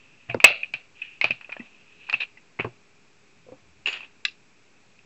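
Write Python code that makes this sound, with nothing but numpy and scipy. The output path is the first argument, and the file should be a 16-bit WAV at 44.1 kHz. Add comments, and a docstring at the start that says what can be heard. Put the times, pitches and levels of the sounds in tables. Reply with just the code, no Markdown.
"""Plastic ticks, scrapes, duller knocks and one cap click over steady fan hiss; the loudest tap clips.
Small make-up tools and a bottle are rattled, rubbed and set down on a table beside a laptop.
Ticks and rubs ring the microphone port around 2.5 kHz; knocks ring the object and the table's low modes.
A cap clicks on its own modes; a small furnished room answers the ticks with band-wise noise tails."""
import sys
import numpy as np
from scipy import signal
from scipy.fft import rfft, irfft
from scipy.io import wavfile
from scipy.ndimage import uniform_filter1d

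SR = 44100
rng = np.random.default_rng(int(sys.argv[2]) if len(sys.argv) > 2 else 0)


def int16_out(signal):
    """Quantize to a 16-bit WAV file."""
    q = np.round(np.clip(np.atleast_2d(signal).T, -1, 1) * 32767)
    wavfile.write(sys.argv[1], SR, q.astype(np.int16))


N = 222821

# Fan and circuit noise spectrum. Each row: frequency in Hz, relative density in dB.
HISS_SPECTRUM = [(20, -3), (45, -18.5), (100, 0), (220, -0.5), (400, -4.5), (600, -8.5), (2000, -10),
                 (2520, -3), (3000, -13.5), (7800, -17.5)]
HISS_DB, FAN_HZ, FAN_DB = -59, 410, -72.5

# Room bands. Each row: centre in Hz, width in Hz.
ROOM_BANDS = [(620, 300), (1650, 1200), (2510, 520), (3250, 800), (4050, 800), (5300, 1800)]
# Room tail, one row per band. Each row: relative level in dB, t60 in seconds.
ROOM_TAILS = [(-12, 0.32), (-9.5, 0.26), (2, 0.36), (-8, 0.25), (-13, 0.33), (-20.5, 0.17)]
ROOM_SEND_DB = -29.5
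SHAKE_DB_PER_DB = 1.2  # room drive per dB of tick
WALL_S, WALL_DB = .0108, -13  # one clear echo from the nearest wall

# Faint low boom. One row: start in seconds, level in dB, frequency in Hz, t60 in seconds.
BOOM = (3.6, -60, 78, 1.5)

# Fingers and tools rubbing, one list per rub.
# Each row: time in seconds, level in dB at the port resonance.
RUBS = [
    [(0.0, -63), (0.284, -61), (0.3, -37)],
    [(0.95, -60), (1.005, -46.5), (1.2, -60.5)],
    [(1.62, -56), (1.822, -61.5), (2.09, -51)],
    [(2.195, -55), (2.205, -29), (2.236, -35.5), (2.26, -58)],
    [(3.862, -33), (3.94, -37.5), (4.0, -50), (4.066, -55)],
]
# Rub colours, one row per rub, levels relative to the port resonance.
# Each row: rasp in dB, dull in dB, bright at full pressure in dB, bright centre in Hz.
RUB_COLOURS = [(-7, -19, 1.5, 1820), (-9, -26.5, -22, 2300), (-8, -19, -16, 3900), (-8, -18.5, -9, 3860),
               (-1, -10.5, -17, 7000)]
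PORT_HZ, PORT_WIDTH_HZ = 2550, 350

# Low modes of the table. Each row: frequency in Hz, mean relative level in dB, t60 in seconds.
TABLE_MODES = [(121, 2, 0.17), (164, 3.5, 0.089), (235.3, 6, 0.073)]
# Dull knocks through the table.
# Each row: start in seconds, ring level in dB, ring in Hz, ring t60 in seconds, table thud in dB.
KNOCKS = [(0.287, -31.5, 122, 0.21, -55), (0.293, -34.5, 683, 0.12, -55), (0.345, -16, 493, 0.019, -31),
          (0.365, -29.5, 340, 0.047, -40.5), (0.4413, -8, 600, 0.018, -38), (0.5, -27, 588, 0.049, -51),
          (0.738, -41.5, 642, 0.04, -51), (1.213, -37.5, 695, 0.018, -65), (1.241, -18, 595, 0.018, -45.5),
          (1.248, -23.5, 726, 0.028, -47), (1.304, -29.5, 587, 0.024, -43.5),
          (1.492, -35.5, 600, 0.022, -64.5), (1.566, -31, 620, 0.012, -67.5),
          (1.596, -32.5, 236, 0.072, -56.5), (2.137, -32.5, 700, 0.019, -48), (2.594, -24, 400, 0.045, -35),
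          (2.6455, -15, 430, 0.022, -35), (2.665, -30, 360, .06, -46), (3.463, -47.5, 520, .08, -73),
          (3.484, -41, 493, 0.079, -60.5), (3.517, -37, 518, 0.083, -59.5), (3.519, -40, 285, 0.082, -62),
          (3.874, -37.5, 403, 0.072, -76)]
KNOCK_RISE_PER_T60, KNOCK_ROUGHNESS = 0.08, 0.3
JAR_AT_0_DB, JAR_DB_PER_DB, JAR_T60_RATIO = -7, 1.4, 3.2  # jarring against knock level and t60

# Modes of a small hard cap. Each row: frequency in Hz, relative level in dB, t60 in seconds.
CAP_MODES = [(1197, -28, 0.064), (1640, -10, 0.021), (2012, -10.5, 0.023), (2450, -10.5, 0.029),
             (2665, -2.5, 0.022), (3460, -6, 0.013), (3930, -4.5, 0.016), (4270, -10, 0.0099),
             (5030, -14, 0.011), (5870, -20.5, 0.0099), (7100, -21, 0.0081)]
CAP_S, CAP_DB = 4.2503, -10.5
CAP_REBOUND_S, CAP_REBOUND_DB = 0.00353, -7.5
CAP_RATTLE_DB, CAP_RATTLE_T60_S = -31.5, 0.16
# Dense bright tail of the click. 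One row: centre in Hz, width in Hz, level in dB, t60 in seconds.
CAP_FIZZ = (4400, 1800, -39.5, .17)

# Hard plastic ticks. Each row: time in seconds, ring level in dB, ring in Hz, bright crack in dB,
# dull crack in dB, clatter t60 in seconds.
TICKS = [(0.2985, -19, 2517, -55, -38, 0.17), (0.312, -29, 2290, -73, -47, 0.079),
         (0.345, -33.5, 2140, -39, -30, 0.04), (0.4022, -19.5, 2390, -44, -31.5, 0.2),
         (0.443, 2, 2190, -8, -28, 0.028), (0.4445, 9.5, 2581, -14.5, -4, 0.074),
         (0.632, -20, 2483, -63.5, -46, 0.13), (0.7385, -12.5, 2506, -34, -33, 0.094),
         (1.017, -22.5, 2555, -87, -66.5, 0.46), (1.2137, -10.5, 2184, -29.5, -24, 0.14),
         (1.2432, -6.5, 2504, -26, -16.5, 0.13), (1.308, -13, 2550, -34, -34, 0.11),
         (1.4117, -35, 2540, -60, -40, 0.25), (1.4455, -36.5, 2510, -70, -60, 0.29),
         (1.495, -32.5, 2564, -66, -35.5, 0.47), (1.521, -27, 2520, -51, -53, 0.1),
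         (1.5258, -23.5, 2450, -47, -34, 0.071), (1.566, -34.5, 1750, -73, -46, 0.35),
         (1.596, -36.5, 2600, -70, -55, 0.3), (1.6035, -35, 1955, -73, -50, 0.15),
         (2.0911, -37.5, 2280, -62, -32, 0.19), (2.098, -17, 2500, -33, -27, 0.066),
         (2.1288, -23, 2690, -35.5, -27, 0.068), (2.132, -21.5, 2500, -53.5, -30, .1),
         (2.139, -10.5, 2608, -43, -28, 0.043), (2.144, -21, 2550, -55, -34, 0.1),
         (2.206, -19, 2580, -48, -32.5, .05), (2.2175, -21, 2530, -55, -42, 0.13),
         (2.373, -39.5, 2010, -69, -49.5, 0.16), (2.5908, -25, 2075, -60, -31, 0.2),
         (2.5975, -19.5, 2250, -52, -22, 0.14), (2.6054, -19.5, 2647, -55, -27, 0.13),
         (2.646, -35, 2500, -50, -34, 0.12), (3.86, -15, 2773, -41, -38, 0.1),
         (3.8733, -16, 2584, -31, -29, 0.37), (3.885, -18.5, 2795, -49, -50, 0.4),
         (3.93, -25.5, 2880, -34.5, -35, 0.15), (3.974, -33, 2550, -48, -46, .1),
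         (4.007, -31, 2660, -53.5, -46, 0.1), (4.031, -35, 2510, -62.5, -41.5, .2),
         (4.283, -31, 2700, -60, -61, 0.16), (4.9911, -43, 2515, -70.5, -71, .056)]
TICK_LEAD_S = .0015  # onset ahead of the listed time
RING_T60_S, RING_RISE_S, RING_RISE_MAX_S = 0.024, .0013, .008
CRACK_T60_S, CRACK_RISE_S = 0.0065, 0.0014
SNAP_DB = -14  # top of the bright crack, relative to it
SOFTER_PER_DB = .025  # growth of ln(rise) per dB of bright crack under the ring
CLATTER_DB, CLATTER_CRACK_DB = -18.5, 4  # clatter relative to its tick; extra crack in it

INPUT_BAND_HZ, OUTPUT_TOP_HZ = 7900, 15547
INPUT_OFFSET, CLIP_LEVEL = -0.0011, .98  # of full scale
CONVERTER_NOISE_DB = -100


def undb(db):
    """Decibels to gain."""
    return 10 ** (np.asarray(db) / 20)


def band(x, hz, width_hz, order=2):
    """Band-pass of given centre and width."""
    edges_hz = [max(hz - width_hz / 2, 20), hz + width_hz / 2]
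    return signal.sosfilt(signal.butter(order, edges_hz, "band", fs=SR, output="sos"), x)


def unit(x):
    """Scale to rms 1."""
    return x / np.sqrt(np.mean(x ** 2))


def sine(hz, t):
    """Sine of fixed frequency, peak 1."""
    return np.sin(2 * np.pi * hz * t)


def swell(t, rise_s, t60_s):
    """Envelope that rises, then falls 60 dB in t60; peak 1."""
    rise = np.sin(np.pi / 2 * np.clip(t / max(rise_s, 1 / SR), 0, 1)) ** 2
    env = rise * 1000. ** (-np.maximum(t - rise_s, 0) / t60_s)
    return env / env.max()


def add(track, start_s, sound):
    """Mix a sound into a track at its start time."""
    i = int(start_s * SR)
    track[i:i + len(sound)] += sound[:N - i]


def walk(rate_hz):
    """Random levels at the given rate, joined by ramps; spread near 1."""
    hold = int(SR / rate_hz)
    steps = np.repeat(rng.standard_normal(N // hold + 1), hold)
    return uniform_filter1d(steps, hold)[:N] * 1.3


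def hiss():
    """Fan and circuit noise of fixed spectrum, drifting in the bass, with a faint wavering fan tone."""
    hz = np.arange(N // 2 + 1) * SR / N + 1
    knot_hz, knot_db = np.transpose(HISS_SPECTRUM)
    shape = undb(np.interp(np.log(hz), np.log(knot_hz), knot_db))
    noise = unit(irfft(rfft(rng.standard_normal(N)) * shape, N))
    noise = noise + (undb(1.7 * walk(4.9)) - 1) * band(noise, 150, 180)
    phase = 2 * np.pi * np.cumsum(FAN_HZ + walk(42)) / SR
    tone = np.sin(phase) * undb(FAN_DB + 2.2 * walk(3.2))
    return undb(HISS_DB) * noise + tone


def room(x):
    """Scattered echoes and shaken objects: noise that swells over 5 ms and dies band by band."""
    t = np.arange(SR // 2) / SR
    block = 64  # samples of equal echo strength
    scatter_db = 3.3 * rng.standard_normal((len(ROOM_TAILS), len(t) // block + 1))
    scatter = undb(scatter_db.repeat(block, axis=1)[:, :len(t)])
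    tail = np.zeros(len(t))
    for (hz, width_hz), (db, t60_s), uneven in zip(ROOM_BANDS, ROOM_TAILS, scatter):
        echoes = unit(band(uneven * rng.standard_normal(len(t)), hz, width_hz, order=3))
        tail += undb(db) * echoes * swell(t, 0.0052, t60_s)
    return signal.fftconvolve(x, tail)[:N]


def boom():
    """One decaying low sine, cut after half a second."""
    out, t = np.zeros(N), np.arange(SR // 2) / SR
    start_s, db, hz, t60_s = BOOM
    add(out, start_s, undb(db) * sine(hz, t) * swell(t, 0.1, t60_s))
    return out


def rubs():
    """Dense uneven micro-slips ring the port resonance and rasp around it."""
    t = np.arange(N) / SR
    slips = (rng.random(N) < 6000 / SR) * rng.standard_normal(N)
    slips = slips * undb(rng.exponential(size=N)) * undb(2.5 * walk(40))
    port = unit(band(slips, PORT_HZ, PORT_WIDTH_HZ))
    rasp = unit(band(slips, 2410, 1600, order=3))
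    dull = unit(band(slips, 880, 1100))
    out = np.zeros(N)
    for rows, (rasp_db, dull_db, bright_db, bright_hz) in zip(RUBS, RUB_COLOURS):
        s, db = np.transpose(rows)
        level_db = np.interp(t, s, db)
        bright = unit(band(rng.permutation(slips), bright_hz, 590, order=3))
        bright = bright * undb(.6 * (level_db - db.max()))  # lighter pressure is duller
        colour = undb(rasp_db) * rasp + undb(dull_db) * dull + undb(bright_db) * bright
        gate = uniform_filter1d(1. * ((t > s[0]) & (t < s[-1])), size=600)
        out += gate * undb(level_db) * (port + colour)
    return out


def knocks():
    """A hollow, rough object ring, a dull jarring of things on the table, a thud of its low modes."""
    out, t = np.zeros(N), np.arange(SR // 2) / SR
    for start_s, db, hz, t60_s, thud_db in KNOCKS:
        mode_gains = undb(2 * rng.standard_normal(len(TABLE_MODES)))
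        ring_noise, jar_noise = rng.standard_normal((2, len(t)))
        ring = sine(hz, t) + KNOCK_ROUGHNESS * unit(band(ring_noise, hz, 0.96 * hz))
        ring = undb(db) * ring * swell(t, KNOCK_RISE_PER_T60 * t60_s, t60_s)
        # harder knocks jar disproportionately more
        jar = undb(JAR_AT_0_DB + JAR_DB_PER_DB * db) * unit(band(jar_noise, 750, 800, order=3))
        jar = jar * swell(t, .003, JAR_T60_RATIO * t60_s)
        thud = np.zeros(len(t))
        for gain, (mode_hz, mode_db, mode_t60_s) in zip(mode_gains, TABLE_MODES):
            thud += gain * undb(mode_db) * sine(mode_hz, t) * swell(t, 0.0022, mode_t60_s)
        add(out, start_s, ring + jar + undb(thud_db) * thud)
    return out


def cap():
    """A cap clicks shut: blow, rebound and fine rattle ring its modes, with a dense bright fizz."""
    out, t = np.zeros(N), np.arange(SR // 5) / SR
    modes = np.zeros(len(t))
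    for hz, db, t60_s in CAP_MODES:
        modes += undb(CAP_DB + db) * sine(hz, t) * swell(t, 0.0017, t60_s)
    rattle = undb(CAP_RATTLE_DB) * rng.standard_normal(len(t)) * swell(t, 0.0033, CAP_RATTLE_T60_S)
    blows = rattle * (rng.random(len(t)) < 3000 / SR)
    blows[0] += 1
    blows[int(CAP_REBOUND_S * SR)] += undb(CAP_REBOUND_DB)
    add(out, CAP_S, signal.fftconvolve(blows, modes))
    hz, width_hz, db, t60_s = CAP_FIZZ
    grains = rng.standard_normal(len(t)) * (rng.random(len(t)) < .05)
    fizz = unit(band(grains, hz, width_hz, order=3))
    add(out, CAP_S, undb(db) * fizz * swell(t, .002, t60_s))
    return out


def ticks():
    """Each tick rings the port, with noisy cracks above and below and a longer clatter of loose parts."""
    out, shake, t = np.zeros(N), np.zeros(N), np.arange(SR // 3) / SR
    for time_s, db, hz, bright_db, dull_db, clatter_t60_s in TICKS:
        port_noise, upper_noise, snap_noise, lower_noise, grain_noise = rng.standard_normal((5, len(t)))
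        port = unit(band(port_noise, PORT_HZ, 380)) + .3 * unit(band(port_noise, 2350, 1400, order=4))
        upper = unit(band(upper_noise, 4200, 1400, order=3))
        snap = unit(band(snap_noise, 5700, 1400)) + .4 * unit(band(upper_noise, 7000, 1400))
        lower = unit(band(lower_noise, 1400, 1450, order=4))
        crack = undb(bright_db) * upper + undb(dull_db) * lower
        # neighbouring modes, as port noise, roughen the pure tone
        ring = undb(db) * (sine(hz, t) + 0.21 * port)
        # a softer contact is duller and pushes for longer
        rise_s = min(RING_RISE_S * np.exp(SOFTER_PER_DB * (db - bright_db)), RING_RISE_MAX_S)
        sharp = crack + undb(bright_db + SNAP_DB) * snap
        tick = ring * swell(t, rise_s, RING_T60_S) + sharp * swell(t, CRACK_RISE_S, CRACK_T60_S)
        grain = undb(CLATTER_DB + 0.73 * unit(band(grain_noise, 120, 290)))
        clatter = grain * (undb(db) * port + undb(CLATTER_CRACK_DB) * crack)
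        clatter = clatter * swell(t, rise_s, clatter_t60_s)
        add(out, time_s - TICK_LEAD_S, tick + clatter)
        # impulse for the room: harder blows shake the table and all on it the more
        shake[int(time_s * SR)] = undb(SHAKE_DB_PER_DB * db)
    return out, shake


def scene():
    """Everything at the microphone."""
    near, shake = ticks()
    near = near + cap()
    add(near, WALL_S, undb(WALL_DB) * band(near, PORT_HZ, 1500))
    hits = near + knocks() + boom() + undb(ROOM_SEND_DB) * room(shake)
    # the small capsule passes little of the deepest thud
    hits = signal.sosfilt(signal.butter(2, 70, "high", fs=SR, output="sos"), hits)
    return (hits + rubs() + hiss())[None]


def record(dry):
    """Narrow-band laptop input, slightly offset; overloads clip flat and spill over its band edge."""
    input_filter = signal.ellip(10, .3, 75, INPUT_BAND_HZ, fs=SR, output="sos")
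    narrow = signal.sosfilt(input_filter, dry)
    clipped = np.clip(narrow + INPUT_OFFSET, -CLIP_LEVEL, CLIP_LEVEL)
    noisy = clipped + undb(CONVERTER_NOISE_DB) * rng.standard_normal(dry.shape)
    output_filter = signal.ellip(8, .2, 60, OUTPUT_TOP_HZ, fs=SR, output="sos")
    return signal.sosfilt(output_filter, noisy)


dry = scene()
out = record(dry)
int16_out(out)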